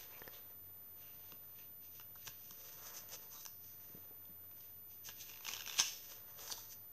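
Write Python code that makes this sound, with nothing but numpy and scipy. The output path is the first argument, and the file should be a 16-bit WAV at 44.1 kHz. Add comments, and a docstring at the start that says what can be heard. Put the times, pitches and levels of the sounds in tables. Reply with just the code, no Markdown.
"""Paper slides over paper: hands push two cards into the pocket of a thick journal, then turn its pages.
The paper hisses as it grips and slips, and bent sheets ring briefly. Edges catch and flick free,
one stiff page snaps over, the cards tap together and fingers bump the book.
It all happens close by in a quiet room, over faint air noise, a low hum and a thin electronic whine."""
import sys
import numpy as np
from scipy import signal
from scipy.fft import rfft, irfft
from scipy.io import wavfile

SR = 44100
rng = np.random.default_rng(int(sys.argv[2]) if len(sys.argv) > 2 else 0)


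def persist_wave(psi):
    """Save psi, clipped to +-1, as 16-bit WAV."""
    counts = np.round(np.clip(psi, -1, 1) * 32767).astype(np.int16)
    wavfile.write(sys.argv[1], SR, np.atleast_2d(counts).T)


N = 305172


def sliding_paper(rise_curve=1.67, fall_curve=1.2):
    """Uneven friction hisses at the edge, shakes the free sheet and rubs through the stack of pages."""
    # One row per slide: cards are drawn, squared up and pushed home, then pages turn and are smoothed.
    # Columns: fastest_s, rise_s, fall_s, hiss_db, flutter_db, rub_db (the last two relative to the hiss)
    strokes = [ (.005, 0.025, 0.078, -59.5, -1, -14), (.165, 0.046, 0.03, -83, -8, 8),
               (.345, 0.019, 0.041, -63, 3, -1.5), (1.01, 0.04, 0.32, -72, -2.5, -2.5),
               (1.3, 0.089, .025, -70, 0, -5), (1.605, 0.066, 0.051, -69, 0, -6),
               (1.855, .04, 0.024, -66.5, -3, -14), (1.97, 0.058, 0.046, -65.5, -4, -20),
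               (2.24, 0.067, 0.074, -67.5, -0.5, -20), (2.277, 0.018, 0.013, -49, -12, -16),
               (2.44, .07, 0.18, -66, -6.5, -21), (2.68, 0.097, 0.16, -60, -7, -7.5),
               (2.871, .045, 0.038, -54, -11.5, -16), (2.982, 0.04, 0.024, -50, -11.5, -19),
               (3.148, .034, 0.017, -50, -8, -9.5), (3.23, 0.018, .04, -64.5, -8, -2),
               (3.333, 0.028, 0.036, -56, -12, -21), (3.408, 0.039, 0.036, -55.5, -12, -27),
               (3.67, 0.056, 0.1, -65.5, -10.5, -23), (3.87, 0.12, 0.15, -70, -6, -8),
               (4.62, 0.083, 0.12, -71, -3.5, -9), (4.92, 0.032, 0.071, -68, -5, -9),
               (5.068, 0.016, 0.018, -49, -10, -21.5), (5.095, 0.018, 0.03, -61.5, 1.5, -6),
               (5.212, 0.015, 0.02, -51, -5, -35), (5.28, 0.14, 0.084, -61, -2.5, -17),
               (5.49, 0.05, 0.078, -53.5, -3, -16), (5.7, 0.051, .09, -55, 0.5, -13),
               (5.805, 0.026, 0.017, -35, -2.5, -25), (5.84, .02, 0.094, -46.5, -6, -19),
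               (6.045, 0.028, 0.066, -61, -6, -22), (6.112, 0.025, 0.053, -58, -6, -11),
               (6.32, 0.055, .07, -68.5, -9, -0.5), (6.43, 0.049, 0.052, -55, -7.5, -8),
               (6.517, 0.037, 0.031, -49.5, -11, -19), (6.58, .03, 0.08, -56.5, -13, -11.5),
               (6.726, 0.029, 0.018, -54, -11, -25)]
    # How hard the hands rub the book while holding it. Columns: time_s, level_db
    handling = [(0.0, -64.5), (0.21, -62.5), (0.63, -74.5), (1.35, -72), (1.85, -77.5), (2.54, -73),
                (2.89, -64), (3.26, -68.5), (3.55, -77.5), (3.87, -70.5), (4.97, -78), (5.36, -68.5),
                (5.69, -63), (5.93, -71.5), (6.15, -69), (6.45, -64.5), (6.76, -72.5), (6.92, -78)]
    # The tone of the edge, the free sheet and the stack of pages. Columns: pitch_hz, gain_db
    hiss_tone = [(3800, -57.5), (4500, -16), (5000, -11), (5400, -12), (5850, -3.5), (6250, -2.5),
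                 (6700, -10.5), (7600, -19), (8800, -20), (9800, -25), (13000, -25.5), (16000, -52)]
    flutter_tone = [(1300, -41.5), (1680, -5), (2000, -10), (2450, 0), (2900, 0.5), (3500, 0.5),
                    (4000, -2.5), (4500, -4.5), (5400, -32.5)]
    rub_tone = [(120, -23), (300, -5), (490, 4.5), (720, -1), (1100, -0.5), (1400, -3), (1700, -3.5),
                (2000, -7), (2700, -33.5)]
    t = np.arange(N) / SR
    hands_db = np.interp(t, *np.transpose(handling))
    power = gain_of(hands_db + np.array([[-8.5], [-9], [-2]])) ** 2  # rows: hiss, flutter, rub
    for fastest_s, rise_s, fall_s, hiss_db, flutter_db, rub_db in strokes:
        near = slice(max(int((fastest_s - 5 * rise_s) * SR), 0), int((fastest_s + 5 * fall_s) * SR))
        age = t[near] - fastest_s
        # The stroke swells and fades: a curve of 1 makes a sharp peak, 2 a rounded bell.
        speed = np.exp(-np.where(age < 0, abs(age / rise_s) ** rise_curve, abs(age / fall_s) ** fall_curve))
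        peaks = gain_of([[hiss_db], [hiss_db + flutter_db], [hiss_db + rub_db]])
        power[:, near] += (peaks * speed) ** 2
    hiss, flutter, rub = np.sqrt(power)
    grip_db = 1.22 * drift(per_s=170) + 0.87 * drift(per_s=39)  # the paper grips and lets go
    friction = unit_rms(fibre_slips() * gain_of(grip_db))
    return (hiss * colour(friction, hiss_tone)
            + flutter * colour(friction, flutter_tone)
            + rub * colour(friction, rub_tone))


def fibre_slips(per_s=3500, spread_db=3.5):
    """Friction is many tiny slips of uneven size over a smooth hiss."""
    sizes = gain_of(spread_db * np.minimum(rng.exponential(1, N), 4))
    slips = sizes * rng.choice([-1, 1], N) * (rng.random(N) < per_s / SR)
    return unit_rms(unit_rms(slips) + rng.standard_normal(N))


def ringing_sheets():
    """Friction makes a bent card or page ring at its own pitch, swelling and then fading."""
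    # The moments when a sheet rings. Columns: start_s, level_db, length_s, pitch_hz, width_hz
    rings = [(0.112, -67, 0.11, 2380, 700), (.231, -65.5, 0.02, 3160, 150), (0.323, -70, 0.06, 3600, 800),
             (.39, -85, 0.17, 3840, 350), (0.965, -75.5, 0.28, 2740, 900), (1.569, -76, 0.13, 2600, 600),
             (2.762, -67.5, 0.37, 1200, 900), (3.309, -68, .14, 1070, 550), (3.335, -69.5, 0.13, 3850, 550),
             (5.79, -53, 0.13, 2830, 378), (6.506, -50, 0.038, 4650, 600), (6.507, -63, 0.034, 9250, 400)]
    out = np.zeros(N)
    for start_s, level_db, length_s, pitch_hz, width_hz in rings:
        resonance = signal.iirpeak(pitch_hz, pitch_hz / width_hz, fs=SR)
        noise = rng.standard_normal(SR // 2)
        tone = signal.lfilter(*resonance, signal.lfilter(*resonance, noise))[:int(length_s * SR)]
        progress = np.linspace(0, 1, len(tone))
        add(out, start_s, gain_of(level_db) * unit_rms(tone * progress * (1 - progress) ** 2))
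    return out


def edge_flicks(sheet_q=8.9, body_trim_db=-9.5, trim_db=-5.5, samples=4096):
    """An edge catches and springs free: a short burst of slips rings the sheet and the book beneath."""
    # One row per flick; the two trims are added to its levels, and body_db is relative to the snap.
    # Columns: start_s, level_db, body_db, length_s, pitch_hz
    flicks = [(0.18, -55, -9, 0.001, 4500), (0.196, -47, -10, .001, 5500), (0.278, -44, -10, 0.00064, 4960),
              (1.321, -45.5, 7.5, 0.0016, 2770), (1.997, -46.5, 9, 0.0023, 2910),
              (2.008, -56, 9, 0.0067, 2700), (2.154, -57, 9, 0.0078, 1120), (2.271, -41.5, 5, 0.0024, 3430),
              (2.2772, -36.5, 5, 0.0017, 2550), (2.508, -45, 2.5, 0.0037, 6050),
              (3.089, -44.5, -9, 0.0012, 6140), (3.452, -38.5, -2, 0.0018, 6000),
              (3.4622, -34.5, -0.5, 0.0013, 6130), (4.254, -55, -2, 0.0013, 3500),
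              (4.513, -58.5, 7, 0.0027, 2520), (4.607, -53.5, -8, .002, 5800),
              (5.086, -45.5, 7, 0.0081, 3000), (5.4075, -49.5, 9.5, 0.0021, 2540),
              (5.448, -41.5, -2, 0.0062, 3040), (5.465, -36.5, 4, 0.0031, 2900),
              (5.478, -38, -4, 0.0037, 2760), (5.485, -34.5, 1.5, 0.0063, 2370),
              (5.514, -40, 2, 0.003, 2650), (5.535, -32, -8, 0.0024, 3050), (5.565, -40, 1, 0.0051, 3300),
              (5.606, -38.5, 4.5, 0.0031, 2900), (5.662, -35, -10, 0.0013, 2730),
              (5.6745, -36.5, 1.5, 0.0039, 3220), (5.696, -35.5, 1, 0.0017, 3500),
              (5.73, -44, 0, .004, 3020), (5.77, -40.5, 4, 0.0022, 3203),
              (5.7897, -24.5, -2.5, 0.0044, 3120), (5.798, -26, 7.5, 0.0015, 2720),
              (5.7985, -16, -33, 0.0023, 5250), (5.807, -27.5, -2.5, 0.0055, 5700),
              (6.098, -51, -3, 0.0035, 5630), (6.119, -50.5, 9, 0.0037, 3300),
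              (6.391, -48, 7.5, 0.0019, 3470), (6.475, -44.5, 2, 0.0045, 4800),
              (6.5, -50, 16, 0.0069, 1690), (6.5236, -27, -7, 0.00095, 4800),
              (6.576, -47.5, -18, 0.0069, 880)]
    # The tone of the sharp crack and of the book's body. Columns: pitch_hz, gain_db
    crack_tone = [(700, -15.5), (2000, -15.5), (2700, -1), (3600, 6), (4300, -5), (5200, 5.5), (6200, 9),
                  (7000, 0), (9000, -21), (12000, -23), (16000, -29)]
    body_tone = [(150, -17), (400, -8.5), (620, -15.5), (900, 5), (1350, 4), (1650, 8), (2000, -42),
                 (3200, -21)]
    out, t = np.zeros(N), np.arange(samples) / SR
    for start_s, level_db, body_db, length_s, pitch_hz in flicks + crinkles():
        age = np.minimum(2 * t / length_s, 60)
        burst = rng.standard_normal(samples) * age * np.exp(-1.5 * age)
        crack = unit_rms(colour(burst, crack_tone))
        sheet = unit_rms(signal.lfilter(*signal.iirpeak(pitch_hz, sheet_q, fs=SR), burst))
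        snap = unit_rms(crack + sheet)
        body = gain_of(body_trim_db + body_db) * unit_rms(colour(burst, body_tone))
        gain = gain_of(level_db + trim_db) * np.sqrt(length_s / t[-1])  # longer flicks carry more energy
        add(out, start_s, gain * (snap + body))
    return out


def crinkles(per_s=75, spread_db=3.5, body_db=-2, length_s=0.0039, typical_hz=2710):
    """A bending page gives off small flicks at uneven intervals; returns them as rows for edge_flicks."""
    # The stretches when a page bends. Columns: start_s, end_s, typical_db
    bends = [(5.29, 5.37, -49.5), (5.495, 5.625, -43), (5.68, 5.773, -43.5)]
    rows = []
    for start_s, end_s, typical_db in bends:
        for slot_s in np.arange(start_s, end_s, 1 / per_s):
            later, softer, higher = rng.uniform(-1, 1, 3)
            level_db = typical_db - spread_db * softer
            pitch_hz = typical_hz * np.exp(0.11 * higher)
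            rows.append((slot_s + 0.5 * later / per_s, level_db, body_db, length_s, pitch_hz))
    return rows


def taps_and_bumps(scuff_db=-9.5, scuff_s=0.019):
    """A tapped card rings briefly; a bump on the book is a soft thud with a dull scuff."""
    # One card's corner taps the other card. Columns: start_s, level_db
    taps = [(0.2191, -42), (0.2778, -42)]
    # The tones of a tapped card. Columns: pitch_hz, gain_db, ring_s (time to fade by 60 dB)
    card_tones = [(520, -7, 0.033), (910, -0.5, 0.0079), (1440, -5, 0.0058), (1770, -3, 0.021)]
    # Fingers and pages bump the book. Columns: start_s, level_db, pitch_hz, ring_s
    bumps = [(1.323, -51, 250, 0.019), (2.278, -53.5, 130, 0.093), (2.509, -59, 185, 0.07),
             (3.9, -53, 270, .02), (3.946, -51, 159, 0.035), (3.948, -51, 304, .03),
             (3.975, -58, 310, 0.043), (4.11, -53.5, 378, 0.016), (4.295, -55, 180, 0.1),
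             (5.088, -57, 171, 0.051), (5.209, -58.5, 110, .09), (5.796, -55, 320, 0.053),
             (5.801, -54.5, 130, 0.039), (6.523, -45, 494, 0.019)]
    out, t = np.zeros(N), np.arange(SR // 4) / SR

    def ring(pitch_hz, level_db, ring_s):
        """One tone that dies away."""
        return gain_of(level_db) * np.exp(-np.log(1000) * t / ring_s) * np.sin(2 * np.pi * pitch_hz * t)

    for start_s, level_db in taps:
        add(out, start_s, -gain_of(level_db) * sum(ring(*tone) for tone in card_tones))
    for start_s, level_db, pitch_hz, ring_s in bumps:
        band = signal.butter(2, [pitch_hz / 2, 1.58 * pitch_hz], "band", fs=SR, output="sos")
        dull_noise = unit_rms(signal.sosfilt(band, rng.standard_normal(len(t))))
        scuff = gain_of(level_db + scuff_db) * dull_noise * np.exp(-t / scuff_s)
        add(out, start_s, ring(pitch_hz, level_db, ring_s) + scuff)
    return out


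def room_echo(sound, first_echo_s=0.01):
    """A small room returns a blur of echoes, each pitch dying away at its own speed."""
    # How long the room takes to fade by 60 dB. Columns: pitch_hz, ring_s
    ring_times = [(150, 0.28), (1000, 0.33), (2000, 0.36), (2900, 0.42), (4400, 0.56), (5200, 0.56),
                  (6100, 0.43), (7500, 0.29), (12000, 0.082)]
    echoes = rng.standard_normal(SR) * (rng.random(SR) < 0.1) * (np.arange(SR) > first_echo_s * SR)
    hz, t, bands = signal.stft(echoes, SR, nperseg=256)
    fade = np.exp(-np.log(1000) * t / value_at(ring_times, hz)[:, None])
    tail = signal.istft(bands * fade, SR, nperseg=256)[1]
    return signal.fftconvolve(sound, tail / np.linalg.norm(tail))[:N]


def room_air(level_db=-70):
    """The still room gives a faint, steady noise, strongest in the bass."""
    # The tone of the room's air. Columns: pitch_hz, gain_db
    air_tone = [(30, -40), (45, -17), (70, -5), (120, -3.5), (225, -7.5), (350, -9.5), (480, -13),
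                (700, -15), (1400, -19.5), (3600, -27), (5200, -26), (6400, -26), (7100, -23.5),
                (13000, -29.5)]
    gains = gain_of(value_at(air_tone, np.fft.rfftfreq(N, 1 / SR)))
    air = irfft(rfft(rng.standard_normal(N)) * gains, N)
    return gain_of(level_db) * unit_rms(air)


def low_hum():
    """Three low tones waver together in pitch and loudness."""
    # The tones of the hum. Columns: pitch_hz, level_db
    tones = [(48.8, -84), (97.8, -75.5), (146.6, -88)]
    wavering_time = (np.arange(N) + np.cumsum(0.0177 * drift(per_s=8.3))) / SR
    hum = sum(gain_of(db) * unit_rms(np.sin(2 * np.pi * hz * wavering_time)) for hz, db in tones)
    return hum * gain_of(2.0 * drift(per_s=11))


def electronic_whine(pitch_hz=13893, level_db=-56):
    """One thin, very high tone wavers slightly."""
    cycles = np.cumsum(pitch_hz + 2.6 * drift(per_s=2) + 1.3 * drift(per_s=18)) / SR
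    return gain_of(level_db + 0.12 * drift(per_s=55)) * unit_rms(np.sin(2 * np.pi * cycles))


def gain_of(db):
    """Turns decibels into a number to multiply a sound by."""
    return 10 ** (np.asarray(db) / 20)


def unit_rms(sound):
    """Scales a sound so that its average strength (rms) is 1."""
    return sound / np.sqrt(np.mean(sound ** 2) + 1e-20)


def value_at(table, hz):
    """Looks up a value between a table's rows, with octaves evenly spaced."""
    pitches, values = np.transpose(table)
    return np.interp(np.log(hz + 1), np.log(pitches + 1), values)


def add(mix, start_s, sound):
    """Mixes a sound in at its start time."""
    part = mix[max(round(start_s * SR), 0):][:len(sound)]
    part += sound[:len(part)]


def colour(sound, tone, samples=2048):
    """Filters a sound to the given tone; white noise keeps its power."""
    log_gain = np.log(gain_of(value_at(tone, abs(np.fft.fftfreq(samples, 1 / SR)))))
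    spectrum = np.exp(np.conj(signal.hilbert(log_gain)))  # rings after a click, never before it
    response = np.fft.ifft(spectrum).real[:samples // 2]
    return signal.oaconvolve(sound, response / np.linalg.norm(response))[:len(sound)]


def drift(per_s):
    """A smooth random wander that heads for a new value per_s times a second."""
    targets = rng.standard_normal(N)
    return unit_rms(np.interp(np.arange(N) * per_s / SR, np.arange(N), targets))


def scene():
    """The journal close by and the room around it, in one channel."""
    rustle = sliding_paper() + ringing_sheets()
    snaps = edge_flicks()
    echo = room_echo(gain_of(-16.5) * rustle + gain_of(-12.5) * snaps)
    journal = rustle + snaps + taps_and_bumps()
    return (journal + echo + room_air() + low_hum() + electronic_whine())[None]


def record(dry):
    """Shifts the wave slightly below zero and cuts the highest treble."""
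    offset, cutoff_hz = -0.0005, 15700
    low_pass = signal.firwin(511, cutoff_hz, window=("kaiser", 9), fs=SR)
    return signal.oaconvolve(dry + offset, low_pass[None], "same")


dry = scene()
out = record(dry)
persist_wave(out)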